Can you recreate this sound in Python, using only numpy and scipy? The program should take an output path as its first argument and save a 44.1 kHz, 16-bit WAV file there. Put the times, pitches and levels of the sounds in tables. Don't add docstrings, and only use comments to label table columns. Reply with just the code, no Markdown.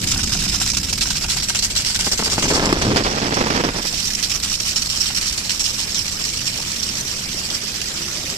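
import sys
import numpy as np
from scipy import signal
from scipy.fft import rfft, irfft, next_fast_len
from scipy.io import wavfile
from scipy.ndimage import map_coordinates

SR = 44100
rng = np.random.default_rng(int(sys.argv[2]) if len(sys.argv) > 2 else 0)


def persist_wave(psi):
    counts = np.round(np.clip(psi, -1, 1) * 32767).astype(np.int16)
    wavfile.write(sys.argv[1], SR, np.atleast_2d(counts).T)


N = 369116

# start in seconds, peak in dB, rise in seconds.
HEAVY_SPLATS = [(0.23, -16.5, 0.0062), (0.32, -18, 0.015), (0.6, -17, 0.019), (0.769, -13.5, 0.0068),
                (0.927, -16, 0.007), (0.976, -19, 0.0062), (1.008, -16.5, 0.014), (1.102, -16.5, 0.0059),
                (1.485, -15.5, 0.01), (1.547, -18.5, 0.014), (1.589, -15.5, 0.0045), (1.624, -15.5, 0.017),
                (1.752, -17.5, 0.017), (1.846, -18, 0.022), (1.945, -15.5, 0.0097), (2.175, -19, 0.013),
                (2.299, -20, 0.024), (2.422, -17.5, 0.015), (2.655, -16, 0.0034), (2.815, -19, 0.0066),
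                (2.96, -17, 0.0095), (3.036, -22.5, 0.016), (3.34, -16.5, 0.0047), (3.978, -20.5, 0.022),
                (4.226, -16, 0.0094), (4.297, -18, 0.014), (4.6, -20, 0.0044), (4.76, -19.5, 0.011),
                (4.82, -19.5, 0.0045), (5.147, -19, 0.018), (5.376, -17.5, 0.014), (5.494, -17, 0.015),
                (5.594, -19, 0.014), (5.64, -18.5, 0.021), (5.781, -19, 0.016), (5.945, -19, 0.02),
                (6.455, -19.5, 0.016), (7.542, -21, 0.012), (7.814, -19.5, 0.0043)]
# time in seconds, lag of the left port in ms,
# treble lost behind the cloth in dB, gain of the left port in dB.
STREAM_PATH = [(0, -0.096, 0, -0.5), (1.0, 0.0078, -1, -1), (2.3, 0.14, 1, 3), (2.75, 0.23, 8, 1),
               (3.1, 0.33, 10.5, -1), (3.65, .31, 8, -3), (3.95, 0.222, -1.5, -5), (4.7, -0.2, -1, -1),
               (8.37, -0.17, 1.5, -3)]
# time in seconds, level in dB.
RAIN_LEVEL = [(0, -28.5), (.6, -32), (2.0, -29), (3.0, -26), (3.7, -28), (4.2, -29.5), (6.0, -28.5),
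              (7.0, -27.5), (8.37, -26.5)]
# frequency in Hz, coherence 0-1.
NEAR_COHERENCE = [(200, 0.96), (600, 0.97), (1200, 0.74), (2000, 0.49), (3000, 0.43), (10000, 0)]
FIELD_COHERENCE = [(100, 0.97), (280, 0.89), (500, 0.48), (800, 0), (1500, 0.0074)]


def amp(db):
    return 10 ** (np.asarray(db) / 20)


def unit_rms(x):
    return x / np.sqrt(np.mean(x ** 2) + 1e-20)


def at(curve, s, column=1):
    columns = np.transpose(curve)
    return np.interp(s, columns[0], columns[column])


def at_hz(spectrum, hz, column=1):
    columns = np.transpose(spectrum)
    return np.interp(np.log(hz + 1), np.log(columns[0] + 1), columns[column])


def add(mix, s, sound):
    part = mix[:, max(round(s * SR), 0):][:, :sound.shape[1]]
    part += sound[:, :part.shape[1]]


def wander(per_s):
    place = np.arange(N) * per_s / SR
    knots = rng.standard_normal(int(place[-1]) + 2)
    return np.interp(place, np.arange(len(knots)), knots)


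def impacts(rows):
    power = np.zeros((1, N))
    for s, db, rise_s in rows:
        age = np.arange(0, 5, 1 / (max(rise_s, 1 / 5000) * SR))
        add(power, s, (amp(db) ** 2 * age * np.exp((1 - age ** 2) / 2))[None])
    return power[0]


def shower(level, per_s, rise_s, spread_db, count):
    gap, size, length = rng.random((count, 3)).T
    times = np.cumsum(-np.log(1 - gap)) / per_s
    power = impacts(zip(times, spread_db * size, rise_s * (.5 + length)))
    return power / power.mean() * amp(at(level, np.arange(N) / SR)) ** 2


def spray(grain_db):
    return unit_rms(rng.standard_normal((2, N)) * amp(grain_db * wander(3000)))


def mottle(x, depth_db, width_hz, per_s):
    hz, t, spectra = signal.stft(x, SR, nperseg=256)
    grid = np.meshgrid(hz / width_hz, t * per_s, indexing="ij")
    patches = map_coordinates(rng.standard_normal((128, 2048)), grid, order=1, mode="wrap")
    return unit_rms(signal.istft(spectra * amp(depth_db * patches), SR, nperseg=256)[1][:, :N])


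def at_mic(x, colour, coherence):
    # frequency in Hz, left gain in dB, right gain in dB.
    ports = [(1020, 0.5, 1), (1960, 0, 4.5), (3030, 1, 4), (4000, 1, 6.5), (5090, 0, 12.5), (5400, 3, 14.5),
             (6290, 2, 8), (7430, 9.5, -0.5), (8100, 6.5, -5.5), (9160, -1, -6), (11000, -5, -9),
             (13200, -9, -4.5), (14400, -13, -9)]
    size = 2 * next_fast_len(N // 2 + 4096)
    hz = np.fft.rfftfreq(size, 1 / SR)
    left, right = rfft(x, size)
    shared = np.clip(at_hz(coherence, hz), 0, 1)
    left = shared * right + np.sqrt(1 - shared ** 2) * left
    ports_db = np.array([at_hz(ports, hz, column=1), at_hz(ports, hz, column=2)])
    gain = unit_rms(amp(at_hz(colour, hz) + ports_db))
    cepstrum = irfft(np.log(gain).mean(0), size)
    phase = 2 * rfft(cepstrum[:size // 2], size).imag
    return irfft(gain * np.exp(1j * phase) * np.array([left, right]), size)[:, :N]


def placed(x):
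    n = np.arange(N)
    lag = at(STREAM_PATH, n / SR) * SR / 1000
    left = map_coordinates(x[0], [n - lag], order=3)
    return np.array([left * amp(at(STREAM_PATH, n / SR, column=3)), x[1]])


def shaded(x, edge_hz=6500):
    dull = signal.sosfiltfilt(signal.butter(2, edge_hz, fs=SR, output="sos"), x)
    return dull + (x - dull) * amp(-at(STREAM_PATH, np.arange(N) / SR, column=2))


def far_tones(waver=.03, waver_per_s=14, fade_per_s=11):
    # pitch in Hz, relative level in dB.
    pitches = [(335, 3.5), (400, -0.5), (545, 0), (625, -3)]
    # time in seconds, level in dB.
    level = [(0, -69), (5.8, -60), (6.6, -49.5), (7.7, -51), (8.37, -43)]
    tones = np.zeros(N)
    for hz, db in pitches:
        fade = amp(db) * wander(fade_per_s)
        wavering_hz = hz * (1 + waver * wander(waver_per_s))
        tones += fade * np.sin(2 * np.pi * np.cumsum(wavering_hz) / SR)
    return unit_rms(tones) * amp(at(level, np.arange(N) / SR))


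def rumble(wind_db=-1):
    # time in seconds, level in dB.
    wind_level = [(0, -25.5), (.3, -28), (.6, -31.5), (2.2, -32.5), (2.6, -27), (3.0, -30.5), (4.0, -34.5),
                  (8.37, -42.5)]
    roar_level = [(0, -29.5), (.3, -29), (.7, -32), (1.2, -33.5), (1.8, -38.5), (2.7, -30), (4.0, -38),
                  (5.8, -38.5), (7.0, -36), (8.37, -38.5)]
    # frequency in Hz, relative density in dB.
    wind_colour = [(10, -14), (22, -5.5), (38, -2), (65, -3), (100, -8), (160, -15), (400, -31),
                   (2000, -79)]
    roar_colour = [(40, -5), (110, -1.5), (160, 0.5), (210, 1), (270, -6), (350, -9.5), (500, -24),
                   (1000, -28.5), (4000, -66)]
    t = np.arange(N) / SR
    wind = at_mic(rng.standard_normal((2, N)), wind_colour, FIELD_COHERENCE)
    roar = at_mic(rng.standard_normal((2, N)), roar_colour, FIELD_COHERENCE)
    return wind * amp(wind_db + at(wind_level, t)) + roar * amp(at(roar_level, t))


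def rain(wash_db=-1, ticks_db=-7):
    # frequency in Hz, relative density in dB.
    colour = [(100, -13.5), (400, 0), (700, -1.5), (1200, -3.5), (2400, -0.5), (5000, -2.5), (8000, -2),
              (14000, -1)]
    wash = amp(wash_db + at(RAIN_LEVEL, np.arange(N) / SR) + 0.43 * wander(25))
    tick_power = shower(RAIN_LEVEL, per_s=260, rise_s=0.00075, spread_db=10, count=2800)
    envelope = np.hypot(wash, amp(ticks_db) * np.sqrt(tick_power))
    drops = mottle(spray(grain_db=1), depth_db=4.5, width_hz=404, per_s=78)
    return shaded(at_mic(envelope * drops, colour, FIELD_COHERENCE))


def bubbles(level_db=-14.5, middle_hz=2800, octaves=0.201, decay_cycles=18, glide=0.028, count=700):
    rings = np.zeros((2, N))
    t = np.arange(1500) / SR
    for (when, size, pan, phase_lead), pitch in zip(rng.random((count, 4)), rng.standard_normal(count)):
        hz = middle_hz * 2 ** (octaves * np.clip(pitch, -2, 2))
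        age = hz * t / decay_cycles
        phase = 2 * np.pi * (hz * t * (1 + glide * age / 2) + np.array([[0], [phase_lead]]))
        gains = np.sqrt([[pan], [1 - pan]]) * amp(11 * size)
        add(rings, when * N / SR, gains * np.exp(-age) * np.sin(phase))
    return unit_rms(rings) * amp(level_db + at(RAIN_LEVEL, np.arange(N) / SR))


def yard_tail(x, t60_s=0.14, echoes_per_s=1500):
    t = np.arange(SR // 4) / SR
    taps = rng.standard_normal((2, len(t))) * (rng.random((2, len(t))) < echoes_per_s / SR)
    taps *= amp(-60 * t / t60_s) * (t > .002)
    taps /= np.linalg.norm(taps, axis=1, keepdims=True)
    return signal.oaconvolve(x, taps, axes=1)[:, :N]


def with_echoes(x, delay_s=.0016, drift=0.13, echo_db=-14):
    echoes = np.zeros((2, N))
    for port in range(2):
        for path_ratio in (.5, 1, 2):
            lag = path_ratio * delay_s * SR * np.exp(drift * wander(.5))
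            echoes[port] += map_coordinates(x[port], [np.arange(N) - lag], order=2)
    return (x + amp(echo_db) * echoes) / np.sqrt(1 + 3 * amp(echo_db) ** 2)


def slugs(heavy, level, per_s, jitter, spread_db, rise_s):
    marks = [0] + [row[0] for row in heavy] + [N / SR]
    beats = np.concatenate([np.linspace(a, b, max(round((b - a) * per_s), 1), endpoint=False)[1:]
                            for a, b in zip(marks, marks[1:])])
    late, size, length = rng.uniform(-1, 1, (256, 3))[:len(beats)].T
    times = beats + jitter * late / per_s
    return list(zip(times, at(level, times) + spread_db * size, rise_s * 2 ** (length / 2)))


def lulls(heavy, lull_s, lull_db):
    t = np.arange(N) / SR
    landings = np.array([row[0] for row in heavy] + [np.inf])
    wait = landings[np.searchsorted(landings, t)] - t
    return amp(lull_db * np.exp(-(wait / lull_s) ** 2)) ** 2


def umbrella(cloth_db=1, pushes_per_s=1400, fizz_db=-11, punch_db=20):
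    # start in seconds, peak in dB, rise in seconds.
    thuds = [(2.068, -22, 0.005), (2.193, -22.5, 0.0051), (2.225, -20, 0.002), (2.381, -15.5, 0.003),
             (2.558, -18.5, 0.01), (2.596, -17, 0.0052), (2.727, -8, 0.002), (2.816, -18.5, 0.005),
             (2.96, -13.5, 0.011), (3.049, -16, 0.013), (3.37, -13, 0.004), (3.503, -14.5, 0.0054),
             (3.638, -15, 0.0077)]
    # time in seconds, level in dB.
    slug_level = [(1.9, -62), (2.1, -28), (2.3, -26.5), (2.5, -21), (3.15, -22.5), (3.45, -16), (3.62, -18),
                  (3.85, -28), (4.0, -47)]
    drop_level = [(2.0, -64), (2.45, -29), (2.65, -22.5), (2.79, -29.5), (2.9, -22.5), (3.12, -27.5),
                  (3.6, -20.5), (3.75, -38), (4.1, -61)]
    boom_level = [(2.3, -57), (2.45, -26), (2.66, -36), (2.8, -32), (2.88, -18), (2.95, -19.5), (3.02, -50),
                  (3.4, -63)]
    # frequency in Hz, relative density in dB.
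    cloth_colour = [(30, -9), (90, -8), (180, -1.5), (380, -1.5), (600, -6.5), (1000, -6.5), (1500, -11),
                    (2500, -15.5), (5000, -24.5), (8000, -33.5), (14000, -33)]
    boom_colour = [(30, -15), (90, -1.5), (170, -3.5), (400, -2), (600, -15), (1500, -50)]
    falling = slugs(thuds, slug_level, per_s=19, jitter=0.36, spread_db=1, rise_s=0.011)
    patter = impacts(falling) + shower(drop_level, per_s=260, rise_s=0.0023, spread_db=2, count=1600)
    power = impacts(thuds) + lulls(thuds, lull_s=0.023, lull_db=-5) * patter
    pushes = unit_rms((rng.random(N) < pushes_per_s / SR) * rng.choice([-1, 1], (2, N)))
    blows = np.sqrt(power) * unit_rms(pushes + amp(fizz_db) * spray(grain_db=4.5))
    for s, db, _ in thuds + falling:
        add(blows, s, np.full((2, 1), amp(db + punch_db)))
    boom = at_mic(rng.standard_normal((2, N)), boom_colour, NEAR_COHERENCE)
    boom *= amp(at(boom_level, np.arange(N) / SR))
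    return placed(amp(cloth_db) * at_mic(blows, cloth_colour, NEAR_COHERENCE) + boom)


def plops(falling, rise_s=0.0034, level_db=-1, glancing_db=-13, spread_db=4, glancing_until_s=2.0):
    # start in seconds, peak in dB.
    hits = [(0.135, -25), (0.157, -26), (0.188, -22.5), (0.349, -24.5), (0.46, -27), (0.611, -27),
            (0.926, -28), (1.104, -26), (1.242, -21), (1.498, -25), (1.547, -22), (1.952, -25),
            (5.102, -22)]
    # frequency in Hz, width in Hz, level in dB.
    modes = [(790, 160, -1), (970, 140, 0), (1505, 120, 3.5), (2770, 200, 0.5)]
    hz = np.geomspace(60, 14000, 400)
    ring = sum(amp(db) ** 2 / (1 + ((hz - mode_hz) / (width / 2)) ** 2) * np.minimum(hz / mode_hz, 1) ** 2
               for mode_hz, width, db in modes)
    colour = np.column_stack([hz, 10 * np.log10(ring)])
    aims = rng.uniform(-1, 1, 256)
    glancing = [(s, db + glancing_db + spread_db * aim)
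                for (s, db, _), aim in zip(falling, aims) if s < glancing_until_s]
    slaps = np.sqrt(impacts((s, db, rise_s) for s, db in hits + glancing)) * spray(grain_db=3)
    return amp(level_db) * placed(at_mic(slaps, colour, NEAR_COHERENCE))


def deepened(x, depth_db=2, body_hz=1700, per_s=70):
    body = signal.sosfiltfilt(signal.butter(3, body_hz, fs=SR, output="sos"), x)
    return x - body + body * unit_rms(amp(depth_db * wander(per_s)))


def clumps(per_s=520, decay_s=0.0018, steady_power=0.69):
    landings = (rng.random(N) < per_s / SR) * (.5 + rng.random(N))
    power = signal.lfilter([1], [1, -np.exp(-1 / (decay_s * SR))], landings)
    return unit_rms(np.sqrt(steady_power + power / power.mean()))


def runoff(falling, crack_s=0.0017, small_crack_db=-2.5):
    # time in seconds, level in dB.
    scatter_level = [(0, -21.5), (.6, -25), (2.0, -29.5), (3.7, -29), (4.1, -25), (5.5, -28.5),
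                     (6.3, -26.5), (8.37, -35)]
    # frequency in Hz, relative density in dB.
    colour = [(100, -34), (300, -18), (600, -10.5), (1000, -7.5), (1500, -4.5), (3000, 2.5), (6000, 2.43),
              (9000, 0), (14000, -3)]
    heavy = impacts(HEAVY_SPLATS) + impacts((s, db, crack_s) for s, db, _ in HEAVY_SPLATS)
    ordinary = impacts(falling) + impacts((s, db + small_crack_db, crack_s) for s, db, _ in falling)
    scatter = shower(scatter_level, per_s=100, rise_s=0.0038, spread_db=3.5, count=1100)
    power = heavy + lulls(HEAVY_SPLATS, lull_s=.03, lull_db=-6) * (ordinary + scatter)
    envelope = np.sqrt(power) * clumps()
    burst = deepened(mottle(spray(grain_db=2.5), depth_db=3, width_hz=604, per_s=50))
    return shaded(placed(at_mic(envelope * burst, colour, NEAR_COHERENCE)))


def scene():
    # time in seconds, peak in dB.
    slug_level = [(0, -24), (.5, -20.5), (2.0, -18.5), (2.55, -19), (2.75, -30.5), (3.4, -30), (3.72, -43),
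                  (3.84, -20), (5.3, -20.5), (6.8, -27.5), (8.37, -25.5)]
    falling = slugs(HEAVY_SPLATS, slug_level, per_s=17, jitter=0.36, spread_db=2.5, rise_s=.015)
    stream = with_echoes(runoff(falling) + plops(falling))
    return stream + amp(-12) * yard_tail(stream) + umbrella() + rain() + bubbles() + rumble() + far_tones()


def record(dry, ceiling=0.8, edge_hz=14330):
    low_pass = signal.firwin(511, edge_hz, window=("kaiser", 9), fs=SR)
    rounded = dry / (1 + (dry / ceiling) ** 4) ** .25
    return signal.oaconvolve(rounded, low_pass[None], "same")


dry = scene()
out = record(dry)
persist_wave(out)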